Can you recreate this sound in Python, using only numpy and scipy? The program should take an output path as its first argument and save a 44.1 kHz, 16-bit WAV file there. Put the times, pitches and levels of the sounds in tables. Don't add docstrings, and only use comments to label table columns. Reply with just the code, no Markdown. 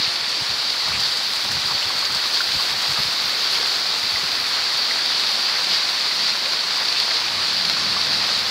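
import sys
import numpy as np
from scipy import signal
from scipy.fft import rfft, irfft
from scipy.io import wavfile
from scipy.ndimage import uniform_filter1d

SR = 44100
rng = np.random.default_rng(int(sys.argv[2]) if len(sys.argv) > 2 else 0)


def invert_db(level):
    return 10 ** (np.asarray(level, dtype=float) / 20)


def bounce(signal):
    frames = np.transpose(np.atleast_2d(signal))
    limited = np.clip(frames, -1, 1)
    pcm = np.round(limited * 32767).astype(np.int16)
    wavfile.write(sys.argv[1], SR, pcm)


N = 374850


def evened(x):
    return x / np.sqrt(np.mean(x ** 2) + 1e-20)


def swell(t, middle, length, edge=2):
    return np.exp(-np.log(2) * abs(2 * (t - middle) / length) ** edge)


def narrowed(x, width):
    r = np.exp(-np.pi * width / SR)
    for _ in range(2):
        x = signal.lfilter([1 - r], [1, -r], x)
    return x


def add(mix, s, sound):
    part = mix[round(s * SR):][:len(sound)]
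    part += sound[:len(part)]


def coloured(x, points):
    hz = np.fft.rfftfreq(len(x), 1 / SR)
    f, db = np.transpose(points)
    spectrum_db = np.interp(np.log(hz + 1), np.log(f + 1), db)
    return evened(irfft(rfft(x) * invert_db(spectrum_db), len(x)))


def impacts(per_s, spread_db):
    size = invert_db(spread_db * np.minimum(rng.exponential(1, N), 5))
    return size * (rng.random(N) < per_s / SR)


def droplets(per_s, spread_db, count):
    size = impacts(per_s, spread_db)
    kind, t, out = rng.integers(0, count, N), np.arange(512) / SR, np.zeros(N)
    for k in range(count):
        soft_noise = uniform_filter1d(rng.standard_normal(len(t)), size=5)
        puff = soft_noise * np.cos(np.pi * SR * t * (k + .5) / count)
        out += signal.oaconvolve(size * (kind == k), evened(puff * invert_db(-60 * t / 0.0072)))[:N]
    return evened(out)


def bubbles(per_s, spread_db, count):
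    clumps = invert_db(3.5 * evened(uniform_filter1d(rng.standard_normal(N), size=3000)))
    size = impacts(clumps * per_s, spread_db)
    kind, t, out = rng.integers(0, count, N), np.arange(1024) / SR, np.zeros(N)
    for k, hz in enumerate(np.geomspace(1050, 2500, count)):
        turns = hz * t * (1 + 5.2 * t)
        ring = np.sin(2 * np.pi * turns) * invert_db(-3.5 * turns)
        out += signal.oaconvolve(size * (kind == k), ring)[:N]
    return evened(out)


def patchy(shape, over_hz, over_time):
    return evened(uniform_filter1d(uniform_filter1d(rng.standard_normal(shape), over_hz, 0), over_time, 1))


# time in seconds, downpour in dB, mist reaching the turning microphone in dB.
RAIN = [(0, -23, -2.5), (.7, -23.5, -1), (1.3, -23.5, 1.5), (2.0, -23, 1.5), (2.6, -22, 4), (3.2, -22, 3),
        (3.5, -21.5, 2), (3.9, -22.5, 1), (4.3, -22.5, 1.5), (5.0, -21.5, 0.5), (5.7, -21.5, 0.5),
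        (6.5, -22.5, -1), (7.2, -22, -1), (7.9, -21.5, -1.5), (8.5, -21, 0)]
# pitch in Hz, level in dB per Hz.
WASH = [(50, -32), (130, -21.5), (200, -19.5), (340, -17), (1100, -10.5), (2000, -11), (3000, -13.5),
        (3800, -12), (4600, -14), (5500, -15.5), (6500, -18.5), (9000, -18), (12000, -15.5), (16000, -13.5)]
# middle in seconds, rise in dB.
SURGES = [(0.04, 2.7), (0.22, -2.5), (0.38, 1), (0.81, 0), (1.05, 3.5), (1.79, 1.4), (2.1, -1.4), (2.36, 2),
          (2.76, -2.2), (3.04, 0.5), (3.36, -2), (3.55, 1), (4.44, -1), (4.63, -0.7), (4.81, 0.8),
          (5.0, -1.3), (5.11, 1.2), (5.62, -0.8), (5.74, 3.5), (6.2, 1), (6.28, 2.8), (6.35, -1),
          (6.42, -1.4), (6.66, -1.5), (7.0, 1.8), (7.16, 1.5), (7.3, -1.5), (7.7, 0.5), (8.01, 1),
          (8.45, -2.5)]


def downpour():
    grain = evened(rng.standard_normal(N) + 0.36 * droplets(per_s=1500., spread_db=3.5, count=11))
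    hz, t, z = signal.stft(coloured(grain, WASH), SR, nperseg=512, noverlap=384)
    s, rain_db, mist_db = np.transpose(RAIN)
    mean_db = -22.5
    change_db = np.interp(t, s, rain_db) - mean_db
    mist_db = np.interp(t, s, mist_db)
    surge_db = sum(db * swell(t, middle, 0.053) for middle, db in SURGES)
    low = np.clip((3300 - hz) / 900, 0, 1)[:, None]
    high = np.clip((hz - 5600) / 1800, 0, 1)[:, None]
    top = np.clip((hz - 9800) / 2500, 0, 1)[:, None]
    slap_db = change_db + 0.26 * surge_db + 1.2
    fine_db = 0.14 * change_db + 0.25 * surge_db
    fine_db = fine_db + (1 - top) * (0.4 * mist_db + 1.5) + top * (mist_db + 0.8)
    field_db = mean_db + (1 - low - high) * (change_db + surge_db) + low * slap_db + high * fine_db
    field_db = field_db + 0.5 * patchy(z.shape, 8, 24)
    field_db = field_db + (0.25 + .7 * high) * patchy(z.shape, 60, 12)
    wash = signal.istft(z * invert_db(field_db - 3.0), SR, nperseg=512, noverlap=384)[1][:N]
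    return wash + invert_db(-45.0) * bubbles(per_s=160., spread_db=2.5, count=10)


def eddy(hz, width):
    turn = np.exp(2j * np.pi * hz * np.arange(N) / SR)
    slow = narrowed(rng.standard_normal(N) / turn, width)
    strength = np.sqrt(narrowed(abs(slow) ** 2, 52.0) + 1e-9)
    return evened((slow / strength * turn).real)


# middle in seconds, level in dB, length in seconds.
PUFFS = [(0.074, -44, 0.035), (.22, -52, .05), (0.421, -38, 0.024), (0.517, -40, 0.055),
         (0.687, -51, 0.044), (0.933, -39.5, 0.13), (1.05, -48, 0.11), (1.33, -54, .12), (1.45, -41, 0.031),
         (1.544, -37, 0.11), (1.664, -39, .04), (1.733, -40, 0.054), (1.86, -44, .04), (1.947, -39.5, .04),
         (2.02, -49, .08), (2.135, -40, .07), (2.49, -46, .06), (2.561, -36.5, 0.046), (2.743, -42, 0.079),
         (2.906, -34, 0.05), (2.997, -32, 0.022), (3.067, -38, .04), (3.245, -46, .08), (3.62, -57, .2),
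         (4.05, -47, 0.051), (4.15, -41, .06), (4.24, -43, 0.037), (4.323, -48, 0.048), (4.41, -47, .05),
         (4.61, -48, 0.046)]


def wind():
    edge = 4.3
    t = np.arange(round(PUFFS[-1][0] * SR) + SR // 2) / SR
    gust = sum(invert_db(db) * swell(t, s, length, edge) for s, db, length in PUFFS)
    gust = gust + invert_db(-60.5) * swell(t, 0, 6.2, edge)
    return np.pad(gust, (0, N - len(t))) * (eddy(129, 160.0) + invert_db(-5) * eddy(70, 76.0))


# start in seconds, peak in dB.
SPRAYS = [(0.1096, -32), (0.2902, -25), (0.8834, -27), (0.9997, -20), (1.1697, -23), (1.2281, -26),
          (1.3319, -24), (1.3568, -22), (1.44, -26), (1.515, -21), (1.8891, -28), (1.9874, -25),
          (2.0522, -25), (2.119, -24), (2.147, -20), (2.3266, -29), (2.821, -23), (2.9302, -25),
          (3.1213, -28), (3.5069, -25), (3.667, -22), (4.7701, -27), (5.5987, -27), (5.8641, -34),
          (5.8965, -33), (6.1908, -31), (6.77, -25), (7.6515, -29), (8.1279, -33), (8.3868, -28)]


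def sprays():
    t, out = np.arange(4096) / SR, np.zeros(N)
    fine = signal.butter(2, 6500, "high", fs=SR, output="sos")
    rise = 1 - np.exp(-t / .0012)
    for s, db in SPRAYS:
        spray = signal.sosfilt(fine, rng.standard_normal(len(t)))
        add(out, s, invert_db(db + 4.0 - 60 * t / 0.07) * rise * spray)
    return out


# start in seconds, peak in dB.
TICKS = [(0.701, -6), (0.8594, -14), (0.997, -6), (1.0367, -8), (2.147, -14), (2.3444, -9), (2.5193, -5),
         (2.607, -7), (3.033, -5), (3.4066, -9), (3.5554, -10), (3.7585, -8), (4.0473, -10), (5.06, -4),
         (5.1966, -6), (5.2709, -6), (5.643, -8), (5.8531, -15), (6.2906, -9), (6.458, -10), (6.533, -6),
         (6.708, -9), (6.8843, -5), (6.9247, -3), (7, -4), (7.169, -4), (7.6505, -3), (7.6977, -1),
         (8.0143, -4), (8.1319, -3)]


def ticks():
    out = np.zeros(N)
    band = signal.butter(3, [1600, 5800], "band", fs=SR, output="sos")
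    blow = signal.sosfilt(band, signal.unit_impulse(4096, 30))
    for (s, db), (delay, share) in zip(TICKS, rng.random((len(TICKS), 2))):
        add(out, s, invert_db(db + 5.5) * blow)
        add(out, s + 0.000966 + 0.00203 * delay, invert_db(db + 8.0) * share * blow)
    return out


# start in seconds,
# peak in dB, ring pitch in Hz.
RINGING_DROPS = [(0.9278, -23, 2150), (1.5145, -21, 1760), (1.826, -21, 2920), (2.4046, -14, 1440),
                 (2.8554, -24, 1890), (3.3388, -19, 2110), (4.0297, -23, 2040), (4.1579, -17, 2050),
                 (4.7192, -23, 1950), (4.9092, -17, 1930), (4.9881, -19.5, 1880), (5.4929, -21, 1890),
                 (5.5588, -19, 2050), (5.7603, -21, 2040), (5.9703, -22, 1890), (6.1125, -24, 2020),
                 (6.2821, -21, 2020), (6.3215, -24, 2460), (6.4587, -26, 2160), (7.1102, -24, 1810),
                 (8.2247, -25, 2110),
                 (0.876, -18, 1060), (0.918, -22, 1160), (1.684, -23, 1130), (1.709, -18, 1060),
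          (1.903, -18.5, 1100), (2.025, -18.5, 1100), (2.253, -18.5, 1130), (2.599, -19, 1120),
          (2.898, -21, 1160), (2.974, -20, 1220), (3.582, -22, 1120), (5.247, -22, 1240),
          (5.515, -21, 1390), (5.761, -24, 1290), (6.535, -20, 1050), (6.77, -19, 1060), (7.386, -20, 1150),
          (7.768, -21, 1100), (7.965, -22, 1160)]


def plops_and_knocks():
    t, out = np.arange(4096) / SR, np.zeros(N)
    rise = 1 - np.exp(-t / 0.00068)
    for s, db, hz in RINGING_DROPS:
        turn = np.exp(2j * np.pi * hz * t)
        splash = evened((narrowed(rng.standard_normal(len(t)) / turn, 500) * turn).real)
        ring = np.sin(2 * np.pi * hz * t * (1 + 2.3 * t))
        add(out, s, invert_db(db - 9 - 60 * t / 0.068) * rise * splash)
        add(out, s, invert_db(db + 3.0 - 60 * t / 0.015) * rise * ring)
    return out


# start in seconds, level in dB, centre in Hz, width in Hz, length in seconds.
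SPLATTERS = [(.924, -30.5, 2200, 1100, 0.051), (0.941, -37, 1120, 250, 0.041),
             (1.684, -38, 1130, 300, 0.045), (3.59, -37, 480, 140, 0.032), (4.561, -31, 1230, 1000, .045),
             (7.105, -31, 1700, 1300, 0.017), (6.8, -29, 1400, 1400, 0.04),
             (7.698, -17, 2300, 1700, 0.0015), (6.95, -32, 2600, 500, .04), (6.448, -35.5, 570, 71, 0.038),
             (3.504, -28, 11500, 6000, 0.06), (7.264, -29, 2340, 300, 0.01)]


def splatters():
    t, out = np.arange(4096) / SR, np.zeros(N)
    for s, db, hz, width, length in SPLATTERS:
        turn = np.exp(2j * np.pi * hz * t)
        slow = narrowed(rng.standard_normal(len(t)) / turn, width)
        band = evened((slow / abs(slow + 1e-9) ** .5 * turn).real)
        add(out, s, invert_db(db) * band * np.sin(np.pi * np.clip(t / length, 0, 1)) ** .5)
    return out


def rings(modes):
    t, out = np.arange(N) / SR, np.zeros(N)
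    for hz, width, db in modes:
        slow = narrowed(rng.standard_normal(N) + 1j * rng.standard_normal(N), width)
        steady = slow / abs(slow) ** 0.57
        out += invert_db(db) * evened((steady * np.exp(2j * np.pi * hz * t)).real)
    return evened(out)


# pitch in Hz, width in Hz, level in dB.
LONG_WALL = [(97.4, 14, 0), (70, 32, -13), (133, 32, -6)]
# pitch in Hz, width in Hz, level in dB.
SHORT_WALLS = [(182, 12, -1), (212, 31, 1), (155.6, 16, -3), (295, 22, -6)]
# middle in seconds, dB at the long wall, dB at the short walls, length in seconds.
THUNDER = [(5.348, -66, -52, 0.18), (5.7, -58, -49, 0.19), (6.25, -64, -48, 0.22), (6.75, -66, -58.5, 0.51),
           (7.36, -48, -53, 0.21), (7.638, -52.5, -42.5, 0.28), (7.884, -44.5, -42, .18),
           (8.123, -47, -42, 0.19), (8.4, -47, -46, 0.29)]


def thunder():
    t = np.arange(0, N + 64, 64) / SR
    rolls = np.array([swell(t, s, length, 2.1) for s, _, _, length in THUNDER])
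    levels = invert_db(np.transpose(THUNDER)[1:3]) @ rolls
    long_wall, short_walls = np.repeat(levels, 64, axis=1)[:, :N]
    return long_wall * rings(LONG_WALL) + short_walls * rings(SHORT_WALLS)


def scene():
    near_drops = sprays() + ticks() + plops_and_knocks() + splatters()
    return np.tile(downpour() + wind() + near_drops + thunder(), (2, 1))


def low_pass(x):
    return signal.sosfilt(signal.butter(12, 16920, fs=SR, output="sos"), x)


def record(dry):
    port_hz, port_q, bass_hz, edge_hz = 4590, 6.6, 60, 15740
    hz = np.fft.rfftfreq(N, 1 / SR)
    u = hz / port_hz
    heard = irfft(rfft(dry) / (1 - u ** 2 + 1j * u / port_q), N)
    heard = signal.sosfilt(signal.butter(2, bass_hz, "high", fs=SR, output="sos"), heard)
    heard = .75 * np.tanh(heard / .75)
    heard = irfft(rfft(heard) * (hz < edge_hz), N)
    return low_pass(heard)


dry = scene()
out = record(dry)
bounce(out)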